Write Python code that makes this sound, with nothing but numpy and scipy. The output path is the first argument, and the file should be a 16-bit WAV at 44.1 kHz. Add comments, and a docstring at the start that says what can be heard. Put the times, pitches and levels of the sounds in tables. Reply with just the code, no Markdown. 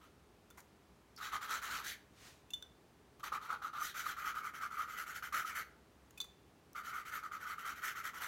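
"""A quiet kitchen: a steel dip pen writes three runs of script on a sheet of paper on a stone counter.
The nib snags on paper fibres: noise clicks ring the sheet near 1.3 kHz, and the steel rasps and fizzes above.
Before and between runs the pen clinks in a glass inkwell, as decaying sines and grit; once a sleeve brushes past.
One microphone hears it all close up, with faint reflections, shaped room air and a low hum behind."""
import sys
import numpy as np
from scipy import signal
from scipy.fft import rfft, irfft
from scipy.io import wavfile
from scipy.ndimage import uniform_filter1d, map_coordinates

SR = 44100
rng = np.random.default_rng(int(sys.argv[2]) if len(sys.argv) > 2 else 0)


def wrap_up_sound(samples):
    """Save the sound to the file named by the first command line argument, as 16-bit audio."""
    columns = np.atleast_2d(samples).T
    # keep every value between -1 and 1, then stretch to whole-number steps
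    tamed = np.clip(columns, -1, 1)
    steps = np.round(tamed * 32767).astype(np.int16)
    wavfile.write(sys.argv[1], SR, steps)


N = 364707
TIME = np.arange(N) / SR

# Colour of the kitchen air. Each row: frequency in Hz, relative density in dB per Hz.
AIR_COLOUR = [(15, -54), (25, -39), (59, 0.5), (96, -7), (157, -6), (382, -9), (414, -10.5), (500, -12.5),
              (1150, -17), (1590, -20.5), (15800, -38)]
# Hum of an appliance. Each row: frequency in Hz, rms level in dB.
APPLIANCE_HUM = [(69.5, -85.5), (414.5, -79.5)]
# Decay of the kitchen's reflections. Each row: frequency in Hz, time to fall 60 dB in seconds.
ROOM_DECAY = [(1300, 0.47), (5000, 0.35), (15000, 0.28)]

# The sleeve brushing past. Each row: time in seconds, level in dB.
SLEEVE_LEVEL = [(2.1, -85), (2.19, -64.5), (2.275, -57.5), (2.33, -66), (2.44, -81)]
# Colour of the cloth. Each row: frequency in Hz, relative density in dB per Hz.
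CLOTH_COLOUR = [(400, -9), (900, -2), (1750, 0), (6500, -5), (11000, -13.5), (16000, -17)]

# The pen knocks against the inkwell. Each row: start in seconds, contact time in seconds, scrape level in dB,
# glass level in dB before the common lift, pen ping in Hz.
INKWELL_KNOCKS = [(0.5065, .004, -60.5, -60, 1400), (2.504, 0.0047, -56, -54, 2720),
                  (2.5345, 0.0072, -50, -29, 2970), (2.625, 0.00081, -48, -44, 1510),
                  (6.1751, 0.0075, -53.5, -52, 2515), (6.202, 0.0032, -44, -33, 4030),
                  (6.212, 0.0042, -48, -41, 4580)]
# The nib is wiped lightly on the rim. Each row: start in seconds, contact time in seconds, scrape level in dB.
RIM_WIPES = [(0.502, .003, -60), (0.572, 0.021, -60), (0.603, 0.0031, -55), (6.107, .003, -59.5),
             (6.241, 0.0073, -60)]
# Modes of the glass. Each row: frequency in Hz, relative level in dB, time to fall 60 dB in seconds.
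GLASS_MODES = [(3526, -0.5, 0.064), (3560, -32, 0.14), (3640, -14, 0.029), (4350, -24, 0.04),
               (6050, -7, 0.021), (7520, -22, 0.053)]
# Colour of the pen scraping on the rim. Each row: frequency in Hz, relative density in dB per Hz.
SCRAPE_COLOUR = [(400, -5), (950, 2), (1900, 1.5), (5000, 0), (7000, 7), (9000, 2.5), (11000, 1),
                 (16000, 0.5)]
# Colour of the well's hollow. Each row: frequency in Hz, relative density in dB per Hz.
HOLLOW_COLOUR = [(450, -16), (900, 4), (1500, -1), (2200, -3), (3200, -28)]

# Resonances of the steel nib. Each row: frequency in Hz, width in Hz, lift in dB.
NIB_RESONANCES = [(3090, 230, 5.5), (4450, 67, 9.5), (5500, 200, 3.5), (6110, 350, 7), (6970, 98, 6.5),
                  (10310, 220, 6.5), (12060, 520, 10.5)]
# What lying flat adds to the nib's colour. Each row: frequency in Hz, width in Hz, lift in dB.
FLAT_NIB_CHANGES = [(2150, 700, -5), (3900, 800, 7), (12200, 700, -4)]
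# How flat the nib lies on the paper. Each row: time in seconds, share from 0 to 1.
NIB_FLATNESS = [(1.1, 1), (2.0, 1), (3.25, .75), (3.92, .9), (4.3, 0)]
# The nib ticks as it touches down on the paper at the start of a run. Each row: start in seconds,
# level in dB before colouring.
NIB_TICKS = [(1.164, -51), (3.197, -56), (3.231, -50.5), (6.732, -54)]
# The nib's edge whistles briefly. Each row: start in seconds, length in seconds, first pitch in Hz,
# last pitch in Hz, rms level at its height in dB.
EDGE_WHISTLES = [(1.158, 0.036, 5000, 5070, -59.5), (1.518, 0.066, 8250, 6430, -54),
                 (1.728, 0.066, 7500, 4854, -58), (1.843, 0.087, 3917, 4800, -56),
                 (3.829, 0.12, 3950, 3603, -57.5)]
# The nib catches hard and lets go. Each row: start in seconds, peak level in dB.
HARD_CATCHES = [(1.2112, -42), (1.3562, -33), (3.2303, -44), (3.319, -38), (3.3765, -35), (3.5023, -32),
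                (3.6452, -32.5), (3.818, -29), (4.0636, -28.5), (4.2428, -39), (4.793, -33.5),
                (5.4466, -35)]

# Pen strokes; the first row is the fading echo of a stroke made before the scene begins. Each row: start in
# seconds, length in seconds, sheet level in dB and brightness (fizz over the sheet) in dB, both before trims.
PEN_STROKES = [(0.0, 0.1, -64.5, -12.0), (1.164, 0.049, -57.5, -5.5), (1.196, 0.13, -47, -8.5),
               (1.311, 0.082, -40, -14.0), (1.399, 0.098, -47.5, -9.5), (1.474, 0.14, -41.5, -8.5),
               (1.604, 0.11, -48.0, -5.5), (1.669, 0.1797, -44.5, -7.0), (1.821, 0.152, -50.5, 0.0),
               (3.184, 0.039, -57.5, -14), (3.222, 0.084, -44.5, -11), (3.308, 0.084, -40.0, -17.5),
               (3.401, 0.11, -51.0, -14.0), (3.48, 0.1, -38, -23.5), (3.606, 0.11, -44.0, -19),
               (3.719, 0.18, -43.5, -19.0), (3.79, 0.15, -53.5, 4.5), (3.931, 0.14, -47.5, -5.0),
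               (4.037, 0.12, -42.5, -10.5), (4.154, 0.14, -46, -14.5), (4.233, 0.108, -39, -14.5),
               (4.331, 0.103, -43.5, -17.0), (4.419, 0.1, -43, -16.0), (4.523, 0.1, -48.5, -12.5),
               (4.598, 0.095, -40.5, -18.0), (4.693, 0.12, -48.5, -15.5), (4.762, 0.11, -42.0, -16.5),
               (4.859, 0.16, -49.5, -12.5), (4.96, 0.1, -43.5, -11.0), (5.051, 0.11, -48.0, -10.0),
               (5.137, 0.0744, -48, -7.0), (5.212, 0.09135, -44.0, -12.5), (5.313, 0.14, -38.5, -10.5),
               (5.44, 0.1156, -44.5, -11.0), (5.535, 0.111, -43, -8.5), (6.739, 0.1, -44.5, -17),
               (6.826, 0.12, -46, -12.5), (6.914, 0.13, -44, -16.0), (7.039, 0.097, -50.5, -9),
               (7.108, 0.11, -44.5, -11.5), (7.217, 0.08, -45, -20), (7.303, 0.098, -45.5, -17),
               (7.39, 0.097, -47.5, -15.0), (7.448, 0.12, -42.5, -15.5), (7.566, 0.098, -49.5, -13.0),
               (7.632, 0.125, -42.5, -13.5), (7.743, 0.0896, -51, -12.5), (7.811, 0.14, -42.5, -8),
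               (7.94, 0.1, -45, -12.5), (8.027, 0.09, -42.0, -12), (8.122, 0.11, -50.5, -8.5),
               (8.195, 0.1, -43.5, -8)]
# Where the sheet lies loose, a lower ring joins in. Each row: time in seconds, level over the firm ring in dB.
LOOSE_LEVEL = [(1.2, -1), (1.36, -2.5), (1.9, 0), (3.25, 5), (3.35, 4), (3.85, -11), (4.4, -18),
               (6.77, -18), (7.1, -20.5)]
# The ring's climbs and dips, widest in the strokes ending the first run. Each row: time in seconds, pitch ratio.
PITCH_CLIMB = [(1.45, 1), (1.55, 1.07), (1.65, 0.99), (1.72, 1.08), (1.79, 0.96), (1.85, 1.12),
               (1.93, 1.42), (2.1, 1.03)]
# Colour of the firm sheet. Each row: frequency in Hz, relative density in dB per Hz.
SHEET_COLOUR = [(150, -35), (400, -31), (680, -26.5), (1060, -16), (1200, 2.5), (1300, 4), (1430, 0.5),
                (1620, -12.5), (2200, -49.5)]
# Colour of the loose sheet. 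Each row: frequency in Hz, relative density in dB per Hz.
LOOSE_SHEET_COLOUR = [(280, -23), (620, -21.5), (850, -6), (1000, -5), (1160, 4), (1280, 3.5), (1700, -48)]
# Colour of the steel's rasp. Each row: frequency in Hz, relative density in dB per Hz.
RASP_COLOUR = [(1100, -19), (1500, -0.5), (1750, 0), (2080, 3), (2330, -3), (2650, -9.5), (3300, -11),
               (4900, -16.5), (7000, -49.5)]
# Colour of the tip's fizz. Each row: frequency in Hz, relative density in dB per Hz.
FIZZ_COLOUR = [(3000, -53), (4600, -7), (5400, 0), (7300, 0.5), (9300, -6), (11300, -1.5), (14500, -5),
               (16000, -4)]


def amp(db):
    """Decibels to gain."""
    return 10 ** (np.asarray(db) / 20)


def unit(x):
    """Scales to rms 1."""
    return x / np.sqrt(np.mean(x ** 2) + 1e-20)


def over_time(points):
    """Reads a table of (seconds, value) along the whole scene, holding its end values."""
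    return np.interp(TIME, *np.transpose(points))


def over_hz(points, hz):
    """Reads a table of (Hz, value) on a log-frequency axis."""
    f, value = np.transpose(points)
    return np.interp(np.log(hz + 1), np.log(f + 1), value)


def add(mix, start, sound):
    """Mixes a sound in at a time in seconds."""
    part = mix[round(start * SR):][:len(sound)]
    part += sound[:len(part)]


def ring(spectrum, resonances=(), size=4096):
    """Causal (minimum-phase) impulse response, of energy 1, of a body with this spectrum and resonances."""
    hz = abs(np.fft.fftfreq(size, 1 / SR))
    db = over_hz(spectrum, hz)
    for f, width, lift in resonances:
        db = db + lift / (1 + (2 * (hz - f) / width) ** 2)
    minimum_phase = np.exp(np.conj(signal.hilbert(np.log(amp(db)))))
    response = np.fft.ifft(minimum_phase).real[:size // 2]
    return response / np.linalg.norm(response)


def colour(x, spectrum, resonances=()):
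    """Plays x through such a body."""
    return signal.oaconvolve(x, ring(spectrum, resonances))[:len(x)]


def wander(hz):
    """Random motion of rms 1, mostly slower than hz."""
    f = np.fft.rfftfreq(N, 1 / SR)
    return unit(irfft(rfft(rng.standard_normal(N)) / (1 + (f / hz) ** 4), N))


def snags(per_s, spread_db):
    """Random friction clicks, rms 1; a positive spread makes a few stand out, a negative one weakens a few."""
    size = amp(spread_db * np.minimum(rng.exponential(1, N), 4))
    happens = rng.random(N) < per_s / SR
    return unit(size * rng.choice([-1, 1], N) * happens)


def background(air_db=-65.5):
    """Steady shaped noise for room air, and a faint appliance hum whose phase wanders."""
    density = amp(over_hz(AIR_COLOUR, np.fft.rfftfreq(N, 1 / SR)))
    air = unit(irfft(rfft(rng.standard_normal(N)) * density, N))
    hum = np.zeros(N)
    for hz, db in APPLIANCE_HUM:
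        phase = .5 * wander(hz=5.3)  # radians
        hum += np.sqrt(2) * amp(db) * np.sin(2 * np.pi * hz * TIME + phase)
    return amp(air_db) * air + hum


def kitchen(x, first_s=.006):
    """Dense random reflections from the room, each band dying at its own speed."""
    present = rng.random(SR) < .1
    late = np.arange(SR) / SR > first_s
    taps = rng.standard_normal(SR) * present * late
    hz, t, bands = signal.stft(taps, SR, nperseg=256)
    decay = amp(-60 * t / over_hz(ROOM_DECAY, hz)[:, None])
    tail = signal.istft(bands * decay, SR)[1]
    return signal.fftconvolve(x, tail / np.linalg.norm(tail))[:N]


def sleeve():
    """Soft cloth friction: shaped noise that swells and fades as the arm passes."""
    level = amp(np.interp(TIME, *np.transpose(SLEEVE_LEVEL), left=-140, right=-140))
    return level * colour(rng.standard_normal(N), CLOTH_COLOUR)


def grit(t, contact_s, spectrum, resonances=()):
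    """Steel scraping on glass: clicks that swell to half the contact time, then die away."""
    contact = 2 * t / contact_s * np.exp(1 - 2 * t / contact_s)
    clicks = snags(per_s=4600, spread_db=-1.0)[:len(t)]
    return colour(clicks * contact, spectrum, resonances)


def inkwell(glass_db=3, ping_db=12, ping_t60_s=.032, hollow_db=3, knock_s=0.0054, slow_wipe_s=0.021):
    """Each touch scrapes; knocks ring glass and pen, wipes the hollow; longer contact lifts ping and hollow."""
    out, t = np.zeros(N), np.arange(SR // 2) / SR
    glass = sum(amp(db - 60 * t / t60) * np.sin(2 * np.pi * hz * t) for hz, db, t60 in GLASS_MODES)
    for start, contact_s, db, glass_level_db, ping_hz in INKWELL_KNOCKS:
        build = 1 - np.exp(-2 * t / contact_s)  # the ring builds up over the contact
        ping_decay = amp(db + ping_db - 60 * t / ping_t60_s)
        ping = contact_s / knock_s * ping_decay * np.sin(2 * np.pi * ping_hz * t)
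        scrape = amp(db) * grit(t, contact_s, SCRAPE_COLOUR, NIB_RESONANCES)
        add(out, start, scrape + build * (amp(glass_level_db + glass_db) * glass + ping))
    for start, contact_s, db in RIM_WIPES:
        scrape = grit(t, contact_s, SCRAPE_COLOUR, NIB_RESONANCES)
        hollow = amp(hollow_db) * contact_s / slow_wipe_s * grit(t, contact_s, HOLLOW_COLOUR)
        add(out, start, amp(db) * (scrape + hollow))
    return out


def nib(x, spectrum):
    """The steel's colour, blended between an upright and a flat nib."""
    flat = np.clip(over_time(NIB_FLATNESS), 0, 1)
    upright_sound = colour(x * (1 - flat), spectrum, NIB_RESONANCES)
    flat_sound = colour(x * flat, spectrum, NIB_RESONANCES + FLAT_NIB_CHANGES)
    return upright_sound + flat_sound


def ticks(decay_s=0.00081):
    """Brief, bright clicks of the bare steel touching down: decaying noise through the nib."""
    out, t = np.zeros(N), np.arange(SR // 20) / SR
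    for start, db in NIB_TICKS:
        add(out, start, amp(db) * np.exp(-t / decay_s) * rng.standard_normal(len(t)))
    return nib(out, FIZZ_COLOUR)


def whistles(fuzz_hz=650):
    """A narrow band of friction noise glides as the nib turns: a sine multiplied by slow noise."""
    out = np.zeros(N)
    for start, length, from_hz, to_hz, db in EDGE_WHISTLES:
        n = round(length * SR)
        glide = np.sin(2 * np.pi * np.cumsum(np.linspace(from_hz, to_hz, n)) / SR)
        add(out, start, amp(db) * np.sqrt(2 * np.hanning(n)) * glide)
    return out * wander(hz=fuzz_hz)


def catches(hz=1260, detune_share=0.022, swell_s=0.0031):
    """A hard catch makes the nib chatter for a few cycles near the sheet's resonance."""
    out, t = np.zeros(N), np.arange(SR // 20) / SR
    shape = t / swell_s * np.exp(1 - t / swell_s)
    for start, db in HARD_CATCHES:
        chatter_hz = hz * (1 + detune_share * rng.standard_normal())
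        add(out, start, amp(db) * shape * np.sin(2 * np.pi * chatter_hz * t))
    return out


def bend(x, ratio):
    """Moves all resonances of a steady sound by a changing ratio, by reading it faster or slower."""
    return map_coordinates(x, [np.cumsum(ratio) % N], order=3, mode="wrap")


def uneven(x, patchy_db=2.5):
    """As the point of contact shifts, the steel's overtones come and go in random patches."""
    bands = signal.stft(x, SR, nperseg=256)[2]
    patches = uniform_filter1d(rng.standard_normal(bands.shape), size=2, axis=0)  # across frequency
    patches = unit(uniform_filter1d(patches, size=12, axis=1))  # across time
    return signal.istft(bands * amp(patchy_db * patches), SR)[1][:N]


def stroke_gains(rasp_power=0.98, fizz_power=1.33):
    """Each stroke speeds up, glides and slows; the sheet follows the pressure, rasp and fizz the speed."""
    speed_up, slow_down = .27, 0.4774  # shares of the stroke's length
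    attack_s = .026  # the sheet answers as the nib bears down
    lift_s = .011  # a stroke overlapping the last one by less starts from a lifted nib
    land_s, jolt_s = 0.0094, 0.0051  # delay until that nib lands, and rise time of the landing
    land_speed = 0.598  # share of full speed at landing
    rasp_base_db, rasp_slope, rasp_top_db = 3.5, .78, 2.5  # over the sheet: at brightness 0, dB per dB, the most
    sheet, rasp, fizz = np.zeros((3, N))  # power
    last_end = 0
    for start, length, db, bright_db in PEN_STROKES:
        t = np.arange(0, length, 1 / SR)
        easing = np.clip((1 - t / length) / slow_down, 0, 1)
        speed = np.clip(t / length / speed_up, 0, 1)
        press = np.clip(t / attack_s, 0, 1)
        if last_end - start < lift_s:
            press = np.clip((t - land_s) / jolt_s, 0, 1)
            speed = press * np.maximum(speed, land_speed)
        rasp_db = min(rasp_base_db + rasp_slope * bright_db, rasp_top_db)
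        add(sheet, start, (amp(db) * press * easing) ** 2)
        add(rasp, start, (amp(db + rasp_db) * (speed * easing) ** rasp_power) ** 2)
        add(fizz, start, (amp(db + bright_db) * (speed * easing) ** fizz_power) ** 2)
        last_end = start + length
    return np.sqrt([sheet, rasp, fizz])  # overlapping strokes add in power


def writing(sheet_db=-0.4, fizz_db=1.0, grip_db=1.16, fine_grip_db=1.0, pitch_power=.07):
    """Fibre snags under the moving nib ring the sheet and the steel; the grip varies with the paper's grain."""
    sheet, rasp, fizz = stroke_gains()
    grain = wander(hz=134)
    coarse = unit(snags(per_s=4500, spread_db=2.0) * amp(grip_db * grain))
    fine = unit(snags(per_s=11000, spread_db=2.5) * amp(fine_grip_db * grain))
    loose = amp(over_time(LOOSE_LEVEL))
    firm_ring = colour(coarse, SHEET_COLOUR)
    loose_ring = colour(fine, LOOSE_SHEET_COLOUR)
    paper = (firm_ring + loose * loose_ring) / np.sqrt(1 + loose ** 2)
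    # the raspier a stroke is beside its sheet sound, the higher the sheet rings
    raspiness = np.maximum(2 * rasp / (sheet + 1e-9), .65)
    pitch = raspiness ** pitch_power * over_time(PITCH_CLIMB)
    paper = amp(sheet_db) * sheet * bend(paper, pitch)
    steel = nib(unit(coarse + fine) * rasp, RASP_COLOUR)
    tip = amp(fizz_db) * nib(unit(fine + .5 * coarse) * fizz, FIZZ_COLOUR)
    return paper + uneven(steel + tip)


def scene(room_db=-12):
    """Pen, inkwell and sleeve close to one microphone, heard alike in both channels."""
    near = sleeve() + inkwell() + ticks() + whistles() + catches() + writing()
    mono = background() + amp(room_db) * kitchen(near) + near
    return np.array([mono, mono])


def record(dry, edge_hz=15950):
    """The recorder's band limit: a steep low-pass."""
    low_pass = signal.firwin(1023, edge_hz, window=("kaiser", 9), fs=SR)
    return signal.oaconvolve(dry, low_pass[None], "same")


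dry = scene()
out = record(dry)
wrap_up_sound(out)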